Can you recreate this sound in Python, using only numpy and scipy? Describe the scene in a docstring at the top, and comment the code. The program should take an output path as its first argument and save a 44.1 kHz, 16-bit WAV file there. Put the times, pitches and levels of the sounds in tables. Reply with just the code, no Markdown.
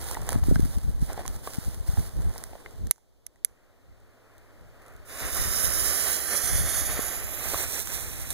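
"""Jacket sleeves swish, a wrapper crackles and air buffets the microphone as a cardboard smoke tube
is unwrapped in a quiet pine forest. A piezo lighter snaps twice, its hammer ringing on impact, and
its jet flame blows on the fuse. The tube catches: turbulent gas roars and hisses from the nozzle,
changing colour as it is lifted away. The camera widens its two microphone ports into stereo; its
limiter ducks at the first snap and recovers slowly."""
import sys
import numpy as np
from scipy import signal
from scipy.fft import rfft, irfft, next_fast_len
from scipy.io import wavfile
from scipy.ndimage import uniform_filter1d, minimum_filter1d, map_coordinates

SR = 44100
rng = np.random.default_rng(int(sys.argv[2]) if len(sys.argv) > 2 else 0)


def unload_audio(sound):
    """Save the sound as a 16-bit wav file, at the path given as the first command line argument."""
    columns = np.transpose(np.atleast_2d(sound))
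    # keep every value between -1 and 1, then stretch to whole-number steps
    steps = np.round(np.clip(columns, -1, 1) * 32767)
    wavfile.write(sys.argv[1], SR, steps.astype(np.int16))


N = 367353

# Noise spectra. Each row: frequency in Hz, relative spectral density in dB.
FOREST_AIR = [(30, 12.5), (100, -9.5), (250, 4.5), (600, 1), (1000, -7.5), (1500, -13), (2700, -17.5),
              (5000, -16.5), (9000, -19.5), (15500, -21)]
EDDIES = [(15, -7.5), (45, 5), (90, -0.5), (150, -10.5), (250, -20.5), (450, -30.5), (1000, -67.5),
          (3000, -115.5)]
RUB = [(150, 4.5), (400, 6), (750, 4.5), (1200, -2), (1900, -4), (2700, -13.5), (5000, -16.5),
       (10000, -28.5)]  # wrapper and cardboard
NYLON = [(1500, -9.5), (3000, -13.5), (4500, -8), (6500, -7), (8000, -6), (9800, -0.5), (12000, -8),
         (15500, -7)]
CRACK = [(300, -48), (1500, 5), (3000, -12.5), (6000, 2), (10000, 6.5), (15500, -5)]
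RATTLE = [(500, -42.5), (1200, -26), (2100, -6.5), (3400, -16.5), (4800, -10), (6200, 0.5), (8000, -4.5),
          (10000, 1.5), (15500, -10.5)]  # the tail of a lighter snap
FLAME_JET = [(100, -20), (260, 4), (600, 8.5), (900, -1), (1300, 5), (1850, 2.5), (2700, -5), (5000, -48.5),
             (10000, -13), (16000, -17.5)]
ROAR = [(100, -8.5), (260, 1), (600, 1.5), (900, 2.5), (1300, 1.5), (1850, 0), (2600, 0.5), (3400, -9),
        (4500, -4.5), (8000, -51)]  # the low part of the smoke jet
HISS = [(2000, -16.5), (3500, -6), (4900, -7), (6300, 0), (8000, 1), (10000, 1.5), (12000, 0.5),
        (13500, -0.5), (15600, -1)]  # its treble, and the fuse
NOZZLE_BEAM = [(3500, -25.5), (4700, -13.5), (6300, -12), (8000, -16.5), (9300, -4.5), (10400, 0),
               (11900, -4.5), (13000, -10), (14700, -12), (17000, -23)]

# Coherence of diffuse sound at the two ports. Each row: frequency in Hz, correlation from 0 to 1.
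COHERENCE = [(150, 0.95), (600, 0.3), (1100, 0), (1600, 0.11), (4000, 0.14)]
# Acoustic shadow of the camera body on the left port. Each row: frequency in Hz, gain in dB.
BODY_SHADOW = [(500, 0), (1000, -3), (1900, -4), (3300, -3.5), (6500, -9), (9000, -14), (10700, -17),
               (14000, -15)]
# Long waves creep round the camera and arrive later. Each row: frequency in Hz, extra lag in ms.
CREEP_LAG = [(3500, 0.03), (6500, 0)]
# Stereo widening. Each row: frequency in Hz, share of the opposite port subtracted.
CROSSFEED = [(70, 0.63), (300, 0.71), (1400, 0.39), (2700, 0.94), (4000, 0.85), (5100, 0.46), (7000, 0.2),
             (11000, 0.096), (15000, 0.15)]

# A far hum comes and goes. Each row: time in seconds, level in dB.
HUM_LEVEL = [(0, -58.5), (3.4, -63.5), (4.2, -53.5), (5.0, -53), (8.33, -56)]
# Light draught between gusts. Each row: time in seconds, relative level in dB.
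DRAUGHT_LEVEL = [(0, -51), (0.95, -49.5), (1.2, -54.5), (2.0, -53.5), (2.6, -63), (3.4, -65), (4.9, -66),
                 (6.2, -55), (8.33, -51)]
# Gusts on the microphone. Each row: middle in seconds, half length in seconds, relative level in dB.
GUSTS = [(0.218, 0.021, -41), (0.363, 0.031, -39.5), (0.528, 0.15, -36), (0.773, 0.017, -45),
         (0.885, 0.035, -36), (1.013, 0.03, -37), (1.363, 0.025, -47), (1.696, 0.044, -46.5),
         (1.898, 0.022, -39), (1.993, 0.017, -39), (2.19, 0.045, -38), (2.276, 0.028, -33),
         (2.839, 0.06, -42.5), (3.916, 0.058, -50), (4.621, 0.07, -51.5), (5.248, 0.027, -41.5),
         (5.432, 0.1, -44.5), (5.716, 0.16, -45), (6.61, 0.075, -38.5)]
# Thuds of air on the left port. Each row: time in seconds, peak in dB, half length in ms.
AIR_THUDS = [(0.36, -14.5, 1), (0.43, -13, 2.8), (0.486, -10.5, 0.98), (0.5136, -10.5, 0.62),
             (0.525, -7, 1.24), (0.564, -10, 1.43), (0.597, -9.5, 0.9), (0.633, -9, 1.85),
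             (0.656, -16, 1.15), (0.778, -19, 1.34), (0.871, -21, 1.8), (0.895, -21.5, 1.4),
             (1.027, -14, 1.43), (1.586, -15.5, 1.28), (1.683, -20, 1.6), (1.809, -21, 3.2),
             (1.894, -16.5, 2.2), (1.938, -20, 2.3), (2.007, -20.5, 1.75), (2.28, -23, 2.4),
             (6.993, -18.5, 0.67)]
# The jacket rustles until the hands hold still.
# Each row: time in seconds, relative levels of rub and swish in dB.
JACKET_RUSTLE = [(0, -59.5, -69), (0.9, -57.5, -60.5), (1.4, -59, -57), (2.45, -55, -56.5),
                 (2.65, -55, -62), (2.89, -67.5, -71), (3.4, -66.5, -75)]
# Strokes of sleeve and wrapper.
# Each row: start and length in seconds, relative levels of rub and swish in dB.
ARM_STROKES = [(-0.02, 0.16, -43.5, -43), (0.146, 0.25, -43.5, -49.5), (0.259, 0.089, -40.5, -46),
               (0.42, 0.33, -49.5, -47.5), (0.703, 0.2, -65, -55), (1.003, 0.12, -62, -51),
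               (1.071, 0.052, -40.5, -54), (1.154, 0.054, -41.5, -57.5), (1.226, 0.15, -50.5, -52.5),
               (1.419, 0.33, -51.5, -46), (1.856, 0.21, -48.5, -45.5), (2.17, 0.24, -49, -56)]
# Fingers on cardboard or lighter. Each row: start in seconds, level in dB, pitch in Hz.
FINGER_TAPS = [(0.111, -28, 856), (0.151, -30.5, 1920), (0.17, -27, 910), (0.29, -27.5, 760),
               (0.322, -27, 537), (0.436, -32, 795), (0.558, -23.5, 1600), (1.101, -33, 765),
               (1.177, -28.5, 770), (1.193, -26.5, 720), (1.254, -25.5, 1050), (1.474, -23.5, 1140),
               (1.972, -27.5, 840), (2.36, -33.5, 810), (2.532, -35.5, 716), (2.554, -35, 715),
               (2.661, -32.5, 2090), (2.981, -41, 890), (3.359, -45, 1900), (6.992, -29, 513),
               (7.536, -22, 309), (7.544, -22, 1135)]
# Cracks of wrapper, trigger and burning charge. Each row: start in seconds, relative level in dB.
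TICKS = [(0.042, -27), (0.087, -24.5), (0.113, -22.5), (0.146, -26), (0.217, -32), (0.2909, -14.5),
         (0.3213, -24), (0.3297, -20.5), (0.44, -31), (0.5567, -30), (0.651, -26.5), (0.711, -37),
         (0.833, -42), (1.0163, -36.5), (1.263, -31), (1.279, -20.5), (1.363, -34), (1.648, -35),
         (2.2208, -38), (2.38, -30), (2.4388, -24), (2.87, -30.5), (2.96, -38), (2.981, -38), (3.264, -36),
         (3.359, -46), (7.873, -23.5), (8.3049, -19.5)]
# Lighter strike, trigger release, second strike. Each row: start in seconds, peak of the ring in dB,
# then the snap's dull body and the crunch of the spring in dB relative to it.
LIGHTER_SNAPS = [(2.9108, 21, -19, -27), (3.2660, -7, -36, -9), (3.4479, 15, -58, -22)]
# Damped modes. Each row: frequency in Hz, relative level in dB, time to decay by 60 dB in seconds.
HAMMER_MODES = [(1400, -40, 0.005), (2150, -33, 0.009), (3700, -33, 0.004), (6100, -16, 0.005),
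                (7300, -15, 0.005), (10350, 0, 0.0036), (11900, -4, 0.003), (13200, -13, 0.003),
                (14800, -15, 0.003)]  # the ring of the lighter's hammer
SNAP_BODY_MODES = [(350, -8, 0.004), (690, -2, 0.003), (1300, -4, 0.003), (2970, -8, 0.005),
                   (3900, -9, 0.004)]  # the dull low and mid crunch of a snap loud enough to overload
# The lighter's gas jet. Each row: time in seconds, level in dB.
FLAME_LEVEL = [(3.43, -79), (3.48, -56), (3.9, -58.5), (4.35, -53.5), (4.7, -56), (4.9, -50.5),
               (5.1, -55.5), (5.3, -44)]
# Soft spits of the fuse. Each row: start in seconds, level in dB.
FUSE_SPITS = [(4.0, -50), (4.366, -51), (4.381, -44), (4.815, -52), (4.863, -46), (4.881, -48.5),
              (4.924, -45), (4.936, -51), (4.963, -48)]
# The tube catches, surges and recedes. Each row: time in seconds, relative roar and hiss in dB.
BURN_LEVELS = [(5.045, -68, -55), (5.1, -49, -42.5), (5.25, -38.5, -35), (5.34, -42.5, -32.5),
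               (5.37, -38.5, -32), (5.56, -41, -26.5), (6.1, -39.5, -26), (6.24, -45.5, -33.5),
               (6.35, -37, -27.5), (6.37, -41.5, -23.5), (6.41, -40.5, -28), (6.6, -41, -27.5),
               (6.63, -41.5, -32), (6.77, -41, -28.5), (6.97, -40.5, -34), (7.11, -40.5, -30),
               (7.15, -43, -34), (7.26, -45, -36.5), (7.64, -40.5, -29.5), (7.66, -44.5, -35),
               (7.78, -46, -31.5), (7.84, -51.5, -39), (7.92, -45, -33), (8.15, -48.5, -39),
               (8.28, -49, -41)]
# Lumps of the charge flare up. Each row: start in seconds, change of the hiss in dB.
FLARES = [(5.322, 3), (5.366, 4), (5.438, 3.5), (5.625, 2), (5.778, 0), (6.51, -1.5), (6.795, 0),
          (7.075, 0.5), (7.873, 1), (7.934, 2), (8.304, 9)]
# The moving tube. Each row: time in seconds, lag of the left port in ms, lag of the arm's echo in ms,
# gain of that echo in dB, gain of the nozzle's beam in dB, its pitch ratio, left treble gain in dB.
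TUBE_POSE = [(5.1, 0.035, .58, -20, -4, 1.02, 0), (5.4, 0.044, 0.59, -14, 0.5, 1.02, 0),
             (5.75, 0.049, 0.59, -8.5, 3, 1, -1.5), (6.1, 0.049, 0.57, -12, -1, 1.02, -2),
             (6.35, 0.033, 0.54, -9, 3.5, 1.0, -3.5), (6.6, 0.016, 0.56, -10, 6, 0.96, -0.5),
             (7.0, 0.023, 0.48, -18, 5, 1.03, -1.5), (7.3, 0.053, 0.47, -15, 5, 1.1, -1.5),
             (7.65, 0.086, 0.51, -7, -18, 1.1, -4), (8.33, 0.086, 0.5, -8, -8, 0.94, -6)]
# Spectral hollows and ridges that glide as the tube moves.
# Each row: start and end in seconds, first and last centre in Hz, width in Hz, gain in dB.
COLOUR_SWEEPS = [(4.9, 7.5, 870, 980, 75, -8), (4.9, 7.7, 610, 660, 70, 2.5),
                 (4.9, 6.4, 3130, 3680, 110, -14), (6.15, 7.5, 3600, 4520, 140, -13),
                 (4.9, 5.95, 4230, 4480, 130, -12), (7.9, 8.5, 4650, 4250, 130, -5),
                 (4.95, 6.1, 5300, 5600, 300, 4), (6.2, 7.45, 5750, 7400, 240, 6),
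                 (4.95, 7.3, 1760, 1900, 100, 2.5), (4.9, 7.5, 7950, 8450, 320, -5),
                 (4.9, 7.0, 12850, 13150, 380, -4)]


def amp(db):
    """Amplitude grows tenfold for every 20 dB."""
    return 10 ** (np.asarray(db) / 20)


def unit(x):
    """Normalisation to an rms of 1."""
    return x / np.sqrt(np.mean(x ** 2) + 1e-20)


def along(points, hz):
    """Interpolation of (Hz, value) points on a logarithmic frequency axis."""
    freqs, values = np.transpose(points)
    return np.interp(np.log(hz + 1), np.log(freqs + 1), values)


def curves(rows):
    """Linear interpolation in time: one value per sample for each column after the first."""
    times, *columns = np.transpose(rows)
    return [np.interp(np.arange(N) / SR, times, column) for column in columns]


def during(rows, fade_s=0.02):
    """A time window: 1 over the span of a table, fading to 0 outside it."""
    t = np.arange(N) / SR
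    return np.clip(1 + np.minimum(t - rows[0][0], rows[-1][0] - t) / fade_s, 0, 1)


def swell(start, length, attack_s, release_s):
    """An envelope with linear attack, a hold and exponential decay."""
    t = np.arange(N) / SR - start
    return np.clip(t / attack_s, 0, 1) * np.exp(-np.maximum(t - length, 0) / release_s)


def wobble(rate):
    """Random modulation: a smooth curve through rate knots a second."""
    knots = rng.standard_normal(int(N * rate / SR) + 4)
    return map_coordinates(knots, [np.arange(N) * rate / SR])


def add(track, start, sound):
    """Superposition of a short sound on a track, from start in seconds."""
    part = track[round(start * SR):][:len(sound)]
    part += sound[:len(part)]


def delayed(x, ms):
    """A fixed or gliding delay, by interpolation between samples."""
    return map_coordinates(x, [np.arange(N) - ms * SR / 1000])


def filtered(x, response):
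    """Linear filtering: the spectrum is multiplied by a complex frequency response."""
    size = next_fast_len(N + 8192)
    return irfft(rfft(x, size) * response(np.fft.rfftfreq(size, 1 / SR)), size)[..., :N]


def coloured(x, spectrum):
    """Spectral shaping by a curve of (Hz, dB) points."""
    return filtered(x, lambda hz: amp(along(spectrum, hz)))


def dulled(x, edge_hz):
    """Low-pass filtering: the treble rolls off above the edge."""
    return filtered(x, lambda hz: 1 / (1 + (hz / edge_hz) ** 4))


def rush(spectrum):
    """Coloured Gaussian noise of rms 1."""
    return unit(coloured(rng.standard_normal(N), spectrum))


def crackle(spectrum, rate, spread_db):
    """Shot noise of rms 1: impulses of scattered size, on average rate a second."""
    size = amp(spread_db * np.minimum(rng.exponential(size=N), 4))
    sign = np.sign(rng.standard_normal(N))
    occurs = rng.random(N) < rate / SR
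    return unit(coloured(size * sign * occurs, spectrum))


def ringing(modes, t):
    """Free vibration: damped modes of alternating sign, struck at t = 0."""
    return sum((-1) ** k * amp(db - 60 * t / t60) * np.cos(2 * np.pi * hz * t)
               for k, (hz, db, t60) in enumerate(modes))


def diffuse(spectrum):
    """A diffuse field is coherent at two nearby ports only at long wavelengths."""
    angle = lambda hz: np.arccos(np.clip(along(COHERENCE, hz), -1, 1)) / 2
    shape = lambda hz: amp(along(spectrum, hz)) * [np.cos(angle(hz)), np.sin(angle(hz))]
    mid, side = filtered(rng.standard_normal((2, N)), shape)
    return unit(np.array([mid + side, mid - side]))


def from_right(x, lag_ms):
    """Diffraction round the camera: sound from the right reaches the left port late and shaded."""
    creep = lambda hz: np.exp(-2j * np.pi * hz * along(CREEP_LAG, hz) / 1000)
    shaded = filtered(x, lambda hz: amp(along(BODY_SHADOW, hz)) * creep(hz))
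    return np.array([delayed(shaded, lag_ms), x])


def forest(air_db=-54, hum_hz=113, waver_db=2):
    """Air in the trees forms a diffuse field; a far hum wavers in amplitude and phase."""
    t = np.arange(N) / SR
    hum_gain = amp(curves(HUM_LEVEL)[0] + waver_db * wobble(6))
    hum = hum_gain * np.sin(2 * np.pi * hum_hz * t + wobble(7))
    return amp(air_db + 1.1 * wobble(1)) * diffuse(FOREST_AIR) + hum


def buffeting(gust_db=13.5, draught_db=14, drift_db=3, lump_db=4):
    """Turbulent pressure is local: eddies press on each port separately, the sharpest as thuds."""
    t = np.arange(N) / SR
    gusts = sum(amp(db + gust_db) * np.exp(-((t - middle) / half) ** 2) for middle, half, db in GUSTS)
    draught = amp(curves(DRAUGHT_LEVEL)[0] + draught_db + drift_db * wobble(7.5))
    eddies = np.array([unit(rush(EDDIES) * amp(lump_db * wobble(45))) for port in range(2)])
    thuds = np.zeros(N)
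    for middle, db, half_ms in AIR_THUDS:
        u = np.clip((t - middle) * 1000 / half_ms, -8, 8)
        thuds -= amp(db) * u * np.exp((1 - u ** 2) / 2)  # a push, then suction
    return np.hypot(gusts, draught) * eddies + np.array([thuds, np.zeros(N)])


def arm_motion(sag_db_per_s=14):
    """Incoherent sources add in power: strokes and faint rustle give the gains of rub and swish."""
    t = np.arange(N) / SR
    power = (amp(curves(JACKET_RUSTLE)) * during(JACKET_RUSTLE)) ** 2
    for start, length, rub_db, swish_db in ARM_STROKES:
        slowing = amp(-sag_db_per_s * np.clip(t - start, 0, length))
        speed = swell(start, length, attack_s=0.026, release_s=0.036) * slowing
        power += (amp([[rub_db], [swish_db]]) * speed) ** 2
    return np.sqrt(power)


def sleeves(rub_db=-4, grit_db=-3, swish_db=4, crisp_db=-1, scatter_db=-4, crinkle_db=-7.5):
    """Friction noise: nylon swishes and crackles; the rubbed wrapper adds grain and stray crinkles."""
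    rub, swish = arm_motion()
    unevenness = amp(1.7 * wobble(55))
    grit = amp(grit_db) * crackle(RUB, rate=300, spread_db=1)
    crinkles = amp(crinkle_db) * crackle(CRACK, rate=110, spread_db=5)
    nylon = amp(swish_db) * rush(NYLON) + amp(crisp_db) * crackle(NYLON, rate=480, spread_db=7.5)
    near = from_right(rub * (grit + crinkles) + swish * unevenness * nylon, lag_ms=0.053)
    around = rub * amp(rub_db) * diffuse(RUB) + swish * amp(scatter_db) * diffuse(NYLON)
    return near + unevenness * around


def taps_and_ticks(tap_t60=0.018, scuff_db=-4, tick_db=8, tick_t60=0.0073):
    """Impulsive excitation: taps ring the damped cardboard with a scuff; ticks are bright cracks."""
    rings, scuffs, ticks = np.zeros((3, N))
    t = np.arange(SR // 12) / SR
    for start, db, hz in FINGER_TAPS:
        decay = amp(db - 60 * t / tap_t60)
        add(rings, start, decay * np.sin(2 * np.pi * hz * t))
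        add(scuffs, start, decay * amp(scuff_db))
    for start, db in TICKS:
        add(ticks, start, amp(db + tick_db - 60 * t / tick_t60) / 2)
    return from_right(rings + scuffs * rush(RUB) + ticks * rush(CRACK), lag_ms=0.046)


def lighter(rattle_db=-38, rattle_t60=0.029, crunch_t60=0.011, echo_db=-65, echo_t60=0.46):
    """Impact excites the hammer's modes; the spring crunches, and ground and trunks reflect faintly."""
    snaps, tails = np.zeros((2, N))
    t = np.arange(SR // 4) / SR
    # so small a hammer radiates no bass
    highpass = signal.butter(6, 1200, "highpass", fs=SR, output="sos")
    hammer = signal.sosfilt(highpass, ringing(HAMMER_MODES, t))
    hammer /= np.abs(hammer).max()
    rattle = amp(rattle_db - 60 * t / rattle_t60)
    echo = amp(echo_db - 60 * t / echo_t60)
    for start, db, body_db, crunch_db in LIGHTER_SNAPS:
        crunch = amp(crunch_db - 60 * t / crunch_t60)
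        add(snaps, start, amp(db) * (hammer + amp(body_db) * ringing(SNAP_BODY_MODES, t)))
        add(tails, start, amp(db) * (rattle + crunch + echo))
    return from_right(snaps + tails * rush(RATTLE), lag_ms=0.034)


def flame():
    """Jet noise: the lighter's gas blows softly on the fuse."""
    gain = amp(curves(FLAME_LEVEL)[0] + 0.36 * wobble(7.4)) * during(FLAME_LEVEL)
    return from_right(gain * rush(FLAME_JET), lag_ms=0.052)


def fuse(sputter_from_s=4.81, sputter_db=-60, spit_t60=0.03, singe_db=-70):
    """Combustion as shot noise: the fuse crackles in the flame, spits softly and sputters finely."""
    sputter_gain = amp(sputter_db) * swell(sputter_from_s, 0.092, attack_s=0.02, release_s=0.017)
    t = np.arange(SR // 10) / SR
    for start, db in FUSE_SPITS:
        add(sputter_gain, start, amp(db - 60 * t / spit_t60))
    lit_s = FLAME_LEVEL[1][0]
    singe_gain = amp(singe_db) * swell(lit_s, sputter_from_s - lit_s, attack_s=1.16, release_s=0.3)
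    singe = singe_gain * crackle(HISS, rate=70, spread_db=4.5)
    sputter = sputter_gain * crackle(HISS, rate=5000, spread_db=6.5)
    return from_right(singe + sputter, lag_ms=0.035)


def phasing(x, fade_s=0.17):
    """Time-varying filtering: narrow hollows and ridges glide through the sound as the tube moves."""
    hz, t, spectra = signal.stft(x, SR, nperseg=1024)
    gain_db = 0
    for start, end, from_hz, to_hz, width_hz, db in COLOUR_SWEEPS:
        centre_hz = np.interp(t, [start, end], [from_hz, to_hz])
        presence = np.clip(np.minimum(t - start, end - t) / fade_s, 0, 1)
        gain_db += db * presence * np.exp(-((hz[:, None] - centre_hz) / width_hz) ** 2 / 2)
    return signal.istft(spectra * amp(gain_db), SR, nperseg=1024)[1][:, :N]


def smoke_tube(surge_db=0.8, sputter_db=1.07, flutter_db=0.65, spit_db=-10,
               roar_gain_db=2.5, hiss_gain_db=4, scatter_roar_db=-5, scatter_hiss_db=-15):
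    """Turbulent jet noise: gas rushes from the nozzle; the grainy charge makes it surge and spit."""
    roar_db, hiss_db = curves(BURN_LEVELS) + surge_db * wobble(13)
    lag_ms, echo_ms, echo_db, beam_db, beam_ratio, left_treble_db = curves(TUBE_POSE)
    flare_db = sum(db * swell(start, 0.0027, attack_s=0.002, release_s=0.018) for start, db in FLARES)
    sputter = amp(flare_db + sputter_db * wobble(45) + flutter_db * wobble(260))
    fizz = rush(HISS) + amp(spit_db) * crackle(HISS, rate=1800, spread_db=9)
    # directivity: the bright beam shifts in pitch and strength as the nozzle turns
    facing = amp(beam_db)
    beam = map_coordinates(rush(NOZZLE_BEAM), [np.cumsum(beam_ratio)], mode="mirror")
    hiss = sputter * amp(hiss_db + hiss_gain_db) * (fizz + facing * beam) / np.hypot(1, facing)
    roar = amp(roar_db + roar_gain_db + 1.2 * wobble(35)) * rush(ROAR)
    jet = hiss + roar
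    # interference with a dull echo off the arm combs the spectrum
    arm_echo = dulled(amp(echo_db) * delayed(jet, echo_ms), edge_hz=6400)
    left, right = from_right(jet + arm_echo, lag_ms)
    # lifted to the right, the tube hides further behind the camera body
    left_treble = left - dulled(left, edge_hz=1200)
    left = left + (amp(left_treble_db) - 1) * left_treble
    # forest floor and trunks scatter some sound back from all sides
    scattered = amp(roar_db + scatter_roar_db) * diffuse(ROAR)
    scattered += amp(hiss_db + scatter_hiss_db) * diffuse(HISS)
    ignition = swell(BURN_LEVELS[0][0], N / SR, attack_s=0.012, release_s=1)
    return phasing(np.array([left, right]) + scattered) * ignition


def scene():
    """Superposition: the pressures of all sources add at the two microphone ports."""
    return (forest() + buffeting() + sleeves() + taps_and_ticks()
            + lighter() + flame() + fuse() + smoke_tube())


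def widen(ports, travel_ms=0.3808):
    """A differential array: each channel subtracts part of the other port, delayed by the travel time."""
    delay = lambda hz: np.exp(-2j * np.pi * hz * travel_ms / 1000)
    return ports - filtered(ports[::-1], lambda hz: np.clip(along(CROSSFEED, hz), 0, 1) * delay(hz))


def limiter(x, ceiling_db=-2.5, release_db_per_s=6):
    """Automatic gain control: the gain drops at once for a loud peak and climbs back slowly."""
    power = np.abs(uniform_filter1d(np.max(x ** 2, axis=0), size=44))
    needed_db = np.minimum(0, ceiling_db - 10 * np.log10(power + 1e-12))
    held_db = minimum_filter1d(needed_db, size=180)
    climb_db = release_db_per_s * np.arange(N) / SR
    gain_db = np.minimum.accumulate(held_db - climb_db) + climb_db
    return x * amp(uniform_filter1d(gain_db, size=120))


def record(dry, top_hz=15650):
    """The signal chain: stereo widening, limiting, full-scale clipping and a steep band limit."""
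    clipped = np.clip(limiter(widen(dry)), -1, 1)
    return filtered(clipped, lambda hz: 1 / (1 + (hz / top_hz) ** 120))


dry = scene()
out = record(dry)
unload_audio(out)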